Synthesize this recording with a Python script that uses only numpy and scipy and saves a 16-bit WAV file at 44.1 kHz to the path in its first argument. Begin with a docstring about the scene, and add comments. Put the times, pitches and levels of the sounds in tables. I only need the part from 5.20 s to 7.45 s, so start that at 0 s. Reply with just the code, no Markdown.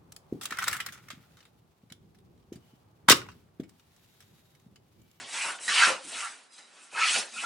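"""A small hand plane is pushed and pulled along a thin stick on a workbench in a wooden workshop.
The blade tears fibres in a dense rain of slips, noise whose peak is tuned to the moving stroke;
slips and sole hiss excite the resonances of plane and stick, and the bench drones below.
Bands of separate noise, narrow or broad, swell and fade; the catching blade gives short damped rings,
plank walls answer with a decaying noise tail, and faint steady air noise lies under all."""
import sys
import numpy as np
from scipy import signal
from scipy.fft import rfft, irfft, next_fast_len
from scipy.io import wavfile
from scipy.ndimage import uniform_filter1d, map_coordinates

SR = 44100
rng = np.random.default_rng(int(sys.argv[2]) if len(sys.argv) > 2 else 0)


def materialize(psi):
    """Save the field psi as 16-bit PCM at rate SR to the path in sys.argv[1].

    A 1-D psi becomes a single channel; in a 2-D psi each row is a channel.
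    """
    bounded = np.clip(np.atleast_2d(psi).T, -1, 1)
    quanta = np.round(bounded * 32767).astype(np.int16)
    wavfile.write(sys.argv[1], SR, quanta)


N = 99225  # samples

SLIPS_PER_S, SLIP_SPREAD_DB = 2500, 3.5
PATCH_DB = 3  # rms depth of random patches in time and frequency that roughen the friction noise
SCRAPE_WIDTH_OCTAVES = 0.82  # from the peak to 1/e of its amplitude
SKIRT_DB = -1.5  # broad part under the scrape's peak
BODY_DB = -7  # ringing over the direct sound
SWELL_STRETCH = 1.5  # rise and fall last longer than the loud part
SWELL_RISE = 0.94  # exponent under 1: the rise is quicker than the fall
AIR_DB, WALLS_DB, PAN_DB = -64, -7.5, -0.2
TICK_T60_S, TICK_DB, TICK_LOW_HZ = 0.054, -5.5, 700
CRACK = 0.26  # broad noise in a catch, against its ring
BITE_S = 0.4805  # the blade bites at once into the wood
GLIDE_S, GLIDE_DB = 0.059, -8.5  # just before, the sole only glides: how long, how much softer
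LOW_HZ, TOP_HZ = 114, 10950  # the microphone's bass roll-off and band limit


def amp(db):
    """Decibel law: level in dB to amplitude gain."""
    return 10 ** (np.asarray(db) / 20)


def unit(x):
    """Power normalisation: bring to rms 1."""
    return x / np.sqrt(np.mean(x ** 2) + 1e-20)


def along(points, hz):
    """Logarithmic frequency scale: interpolate (Hz, value) points along it."""
    f, v = np.transpose(points)
    return np.interp(np.log(hz + 1), np.log(f + 1), v)


def wobble(rate):
    """Band-limited fluctuation: a smooth random curve with `rate` knots a second."""
    knots = rng.standard_normal(int(N * rate / SR) + 4)
    return map_coordinates(knots, [np.arange(N) * rate / SR])


def filtered(x, response):
    """Linear filtering: the spectrum of x times a complex response of frequency."""
    m = next_fast_len(N + SR // 2)
    return irfft(rfft(x, m) * response(np.fft.rfftfreq(m, 1 / SR)), m)[..., :N]


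def coloured(x, spectrum):
    """Spectral shaping: x filtered by (Hz, dB) points, at rms 1."""
    return unit(filtered(x, lambda hz: amp(along(spectrum, hz))))


def slips(grainy, patch_db=PATCH_DB):
    """Stick-slip friction: random impulses of uneven size in noise, roughened in narrow random patches."""
    happens = rng.random(N) < SLIPS_PER_S / SR
    size = amp(SLIP_SPREAD_DB * rng.uniform(-0.13, 1, N))
    grains = happens * rng.choice([-1, 1], N) * size
    share = np.clip(grainy, 0, 1)  # share of the power in single slips
    friction = np.sqrt(share) * unit(grains) + np.sqrt(1 - share) * rng.standard_normal(N)
    z = signal.stft(friction, nperseg=1024)[2]
    field = uniform_filter1d(rng.standard_normal(z.shape), size=2, axis=0)  # over frequency
    field = uniform_filter1d(field, size=4, axis=1)  # over time
    return unit(signal.istft(z * amp(patch_db * unit(field)), nperseg=1024)[1][:N])


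def ringing(x):
    """Modal resonance: direct sound plus the band-pass modes of plane and stick."""
    # Modes of plane and stick. Each row: frequency in Hz, width in Hz, relative level in dB.
    body = [(1365, 14, 7), (1446, 140, -14), (2585, 86, 4), (3840, 36, -2), (5430, 70, 5), (6200, 60, -7),
            (6650, 80, 0.5), (7100, 170, 1.5), (9000, 250, -3)]

    def response(f):
        modes = sum(amp(db) * 1j * f * w / (c * c - f * f + 1j * f * w) for c, w, db in body)
        return 1 + amp(BODY_DB) * modes

    return filtered(x, response)


def scrape(stroke_s, pitch_hz):
    """Moving formant: slips of the blade under a spectral peak that follows the stroke."""
    # Fixed colour of the scrape. Each row: frequency in Hz, relative level in dB.
    scrape_colour = [(200, -61), (450, -64), (700, -0.5), (1000, 6), (3000, 6), (3600, -21), (5000, -44),
                     (9000, -71)]
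    hz, frames, z = signal.stft(slips(grainy=0.56), SR, nperseg=512)
    peak_hz = np.interp(frames, stroke_s, pitch_hz)
    off = np.log2((hz[:, None] + 1) / peak_hz) / SCRAPE_WIDTH_OCTAVES
    shape = (np.exp(-off ** 2) + amp(SKIRT_DB)) * amp(along(scrape_colour, hz))[:, None]
    shape = shape / np.sqrt(np.mean(shape ** 2, axis=0))  # equal power gain for every pitch
    return unit(ringing(signal.istft(z * shape, SR, nperseg=512)[1][:N]))


def sole_hiss():
    """Sliding friction: coloured slips of the sole over the wood excite the body modes."""
    # Colour of the hiss. Each row: frequency in Hz, relative level in dB.
    hiss_colour = [(1760, -34), (3000, -0.5), (3440, 0.5), (4760, -1), (5290, -3.5), (7000, -9),
                   (9100, -43), (15400, -120)]
    return unit(ringing(coloured(slips(grainy=0.4), hiss_colour)))


def hiss_top():
    """Broadband friction: the treble of the hiss, through the same body modes."""
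    # Colour of the top. Each row: frequency in Hz, relative level in dB.
    top_colour = [(3650, -22), (6200, -1.5), (7040, -6.5), (7580, 2), (9060, 0), (10800, -7), (14000, -21),
                  (22000, -120)]
    return unit(ringing(coloured(slips(grainy=0.45, patch_db=3.5), top_colour)))


def bench_drone():
    """Structure-borne sound: slips filtered to the low band of the bench."""
    # Colour of the bench. Each row: frequency in Hz, relative level in dB.
    bench_colour = [(40, -50), (100, -17), (200, -5), (350, -1), (550, 2), (750, 4), (1000, 1), (1700, -75)]
    return coloured(slips(grainy=0.2, patch_db=1.5), bench_colour)


def plane():
    """Superposition: scrape, hiss, its top and the bench, each under its own level curve."""
    # One list for each movement of the hand. Each row: time in seconds, scrape level in dB,
    # scrape pitch in Hz, hiss level in dB, top of the hiss over the scrape in dB, bench level in dB.
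    strokes = [
        [(0.0, -42.5, 1640, -52, -10, -52.5), (0.046, -52, 2230, -49.5, -6.5, -55.5),
         (0.116, -49, 2390, -47, 5, -58), (0.148, -38.5, 2270, -41.5, -3.5, -50),
         (0.224, -34.5, 2300, -39.5, -3, -58.5), (0.268, -35.5, 1460, -41.5, -4, -46),
         (0.304, -37.5, 1320, -43.5, -4.5, -49.5), (0.382, -55, 1410, -56.5, -2, -58.5),
         (0.39, -46, 1480, -53, -23, -60)],
        [(0.4, -53, 1890, -59, 0, -56.5), (0.464, -42, 2000, -39, 7, -59), (0.486, -35.5, 1850, -33, -3.5, -54),
         (0.564, -25.5, 2280, -30.5, -4.5, -51), (0.628, -19.5, 1650, -25.5, -14, -46),
         (0.686, -25.5, 1810, -31, -8, -34.5), (0.736, -36, 1050, -40.5, -9, -44.5),
         (0.78, -45.5, 1240, -52.5, -10.5, -51), (0.82, -53.5, 991, -53.5, -8, -61)],
        [(0.84, -51.5, 2230, -52.5, 0, -71), (0.876, -52, 1920, -52.5, 6, -59.5),
         (0.94, -45.5, 2370, -44.5, -0.5, -52.5), (0.984, -40, 1850, -44, -2, -60),
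         (1.034, -38.5, 1410, -46.5, -5, -55), (1.074, -44.5, 1270, -48.5, -0.5, -67),
         (1.13, -50.5, 1640, -55, -1.5, -60), (1.276, -69, 1450, -68.5, -1, -75),
         (1.29, -84, 1410, -85, 9, -82)],
        [(1.31, -66.5, 1790, -95, 0, -86), (1.332, -66.5, 1970, -63, 7.5, -83),
         (1.374, -65.5, 2170, -63, 5.5, -81), (1.39, -54.5, 2060, -55.5, 1, -62),
         (1.438, -63, 1340, -67, -3, -65.5), (1.472, -67, 1900, -66, 0, -74),
         (1.578, -58, 1430, -61.5, -4.5, -65.5), (1.638, -61, 1920, -61.5, 5, -69),
         (1.7, -62, 1400, -66, -1.5, -77)],
        [(1.715, -56, 2020, -59, -4, -89), (1.729, -55, 1960, -57.5, 4.5, -52),
         (1.789, -29, 1810, -36, -15, -50.5), (1.863, -31, 2050, -31.5, -5, -58),
         (1.883, -27.5, 2080, -30.5, -8.5, -62), (1.909, -31.5, 2530, -34, -2.5, -47.5),
         (1.937, -33, 2350, -32, 1.5, -64), (1.963, -29.5, 2396, -29.5, -1, -38.5),
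         (2.005, -36, 2200, -35, -1, -47), (2.06, -49.5, 1900, -52, -3.5, -51.5),
         (2.1, -55, 1760, -52.5, -2, -62.5)],
        [(2.115, -58.5, 2350, -54.5, 2.5, -67), (2.155, -50.5, 1920, -48, 3.5, -60),
         (2.193, -46.5, 2510, -45, 1, -63), (2.207, -43.5, 2400, -45, -3, -74), (2.221, -43, 1540, -43, 2, -55),
         (2.239, -35.5, 1350, -41.5, -7, -48), (2.25, -51.5, 1340, -40, -1, -55)],
    ]
    s, scrape_db, pitch_hz, hiss_db, top_db, bench_db = np.transpose(np.concatenate(strokes))
    t = np.arange(N) / SR

    def level(db, uneven_db):
        return amp(np.interp(t, s, db) + uneven_db * wobble(59.78))

    blade = scrape(s, pitch_hz) * level(scrape_db, uneven_db=0.5)
    sole = sole_hiss() * level(hiss_db, uneven_db=1.0)
    top = hiss_top() * level(scrape_db + top_db, uneven_db=1.52)
    bench = bench_drone() * level(bench_db, uneven_db=0.0)
    return (blade + sole) * before_bite() + top + bench


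def noise_swells():
    """Band-pass noise: separate noise shaped to a narrow or broad band, swelling and fading."""
    # Swells of noise, narrow and singing or broad and rushing, with a few low thumps.
    # Each row: start of the loud part in seconds, its length in seconds, centre in Hz,
    # nominal width in Hz, rms level in dB.
    swells = [(0.01, 0.04, 247, 51.3, -59), (0.0125, 0.05, 120, 30.2, -62.5),
              (0.14, 0.025, 950, 300, -49.5), (0.185, 0.06, 2460, 603, -38.5),
              (0.24, 0.044, 1040, 340, -43), (0.253, 0.058, 2630, 80, -49.5),
              (0.295, 0.019, 1400, 400, -39), (0.34, 0.038, 1474, 80, -52), (0.48, 0.048, 240, 50, -57.5),
              (0.481, 0.042, 1760, 490, -33), (0.56, 0.042, 3060, 600, -28),
              (0.621, 0.02416, 1550, 120, -23), (0.641, 0.063, 1390, 80, -31.5),
              (0.644, 0.012, 1650, 400, -26.5), (0.694, 0.06, 520, 34.6, -39.5),
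              (0.695, 0.034, 123, 30, -59), (0.785, 0.045, 540, 50, -55), (0.845, 0.059, 278, 149, -56.5),
              (0.9, 0.099, 249, 80, -65), (0.93, 0.037, 2570, 400, -48.5), (0.95, 0.039, 1370, 80, -49.5),
              (1.013, 0.062, 1350, 80, -45.5), (1.02, 0.047, 1173, 80, -44.5), (1.308, 0.18, 3920, 80, -67),
              (1.316, 0.13, 4980, 80, -66), (1.33, 0.11, 6250, 80, -70), (1.58, 0.065, 2490, 80, -70),
              (1.749, 0.13, 2547, 80, -42.5), (1.755, 0.057, 1315, 80, -42.5), (1.766, 0.048, 966, 80, -42),
              (1.775, 0.035, 1600, 398, -35.5), (1.815, 0.055, 1312, 79, -32),
              (1.82, 0.05, 2470, 500, -29.5), (1.88, 0.035, 3120, 500, -34),
              (1.95, 0.023, 3000, 300, -37.5), (1.95, 0.0516, 230, 78, -52.5),
              (1.974, 0.035, 2500, 80, -42), (2.1, 0.033, 6400, 80, -58), (2.13, 0.079, 229, 40, -62.5),
              (2.143, 0.04, 2545, 78.6, -49.5), (2.162, 0.027, 1370, 78.6, -44),
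              (2.18, 0.033, 2630, 500, -39), (2.239, 0.021, 1340, 80, -32.5)]
    out, hz_axis = np.zeros(N + SR), np.fft.rfftfreq(16384, 1 / SR)
    for s, length, hz, width_hz, db in swells:
        n = round(SWELL_STRETCH * length * SR)
        peak = 1 / (1 + ((hz_axis - hz) / (abs(width_hz) / 2 + 1)) ** 2)
        band = irfft(rfft(rng.standard_normal(16384)) * peak)[:n]
        swell = np.sin(np.pi * (np.arange(len(band)) / n) ** SWELL_RISE)
        first = round((s + length / 2) * SR) - n // 2  # centred on the loud part
        out[first:][:len(band)] += amp(db) * unit(band * swell)
    return out[:N]


def air():
    """Partial coherence: faint steady noise made of two mixtures of the same two noises."""
    # Quiet of the workshop. Each row: frequency in Hz, relative level in dB.
    air_colour = [(18, -86), (30, -39), (115, -20), (210, -12), (268, -7), (335, -13.5), (1540, -14),
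                  (1660, -13), (2580, -19), (10800, -31), (14000, -57), (22000, -120)]
    a, b = rng.standard_normal((2, N))
    return amp(AIR_DB) * coloured(np.array([a + 0.48 * b, a - 1.3 * b]), air_colour)


def walls(x):
    """Reverberation: convolution with noise whose frequencies each die at their own rate."""
    # Decay of the room. Each row: frequency in Hz, time to fall by 60 dB in seconds.
    decay_s = [(200, 0.14), (2000, 0.082), (10000, 0.16)]
    # Initial colour of the answer. Each row: frequency in Hz, relative level in dB.
    wall_colour = [(100, -10), (500, 7), (2000, 4), (10000, 4)]
    hz, t, z = signal.stft(rng.standard_normal((2, SR // 2)), SR, nperseg=256)
    fall_db = 60 * t / along(decay_s, hz)[:, None]
    tail = signal.istft(z * amp(along(wall_colour, hz)[:, None] - fall_db), SR, nperseg=256)[1]
    delayed = np.pad(x, (200, 0))[None]  # samples before the walls answer
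    return signal.fftconvolve(delayed, tail / np.linalg.norm(tail[0]), axes=1)[:, :N]


def ticks():
    """Damped oscillation: each catch of the blade is a short decaying ring with a noisy crack."""
    # The blade catches. Each row: time in seconds, level in dB before TICK_DB and filtering, pitch in Hz.
    catches = [(0.0463, -36.5, 3190), (0.389, -40, 3130), (0.4803, -16.5, 1898), (0.622, -11, 1527),
               (1.323, -49, 4000), (1.3813, -42.5, 4060), (1.715, -49, 2400)]
    out, t = np.zeros(N + SR), np.arange(SR // 10) / SR
    for s, db, hz in catches:
        ring = np.sin(2 * np.pi * hz * t) + CRACK * rng.standard_normal(len(t))
        out[round(s * SR):][:len(t)] += amp(db + TICK_DB - 60 * t / TICK_T60_S) * ring
    return ringing(filtered(out[:N], lambda f: (1j * f / (TICK_LOW_HZ + 1j * f)) ** 2))


def before_bite():
    """Amplitude modulation: a gain that sinks during the glide and is full again at the bite."""
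    u = (BITE_S - np.arange(N) / SR) / GLIDE_S  # glide times left until the bite
    return amp(GLIDE_DB * np.clip(1 - u, 0, 1) * (u > 0))


def scene():
    """Superposition of direct and reverberant fields: plane near the middle, room and air around it."""
    work = plane() + ticks() + noise_swells() * before_bite()
    direct = work * amp([[PAN_DB / 2], [-PAN_DB / 2]])
    return direct + amp(WALLS_DB) * walls(work) + air()


def record(dry):
    """Band limiting: a second-order bass roll-off and nothing from the upper limit on."""
    return filtered(dry, lambda hz: (hz < TOP_HZ) * (1j * hz / (LOW_HZ + 1j * hz)) ** 2)


dry = scene()
out = record(dry)
materialize(out)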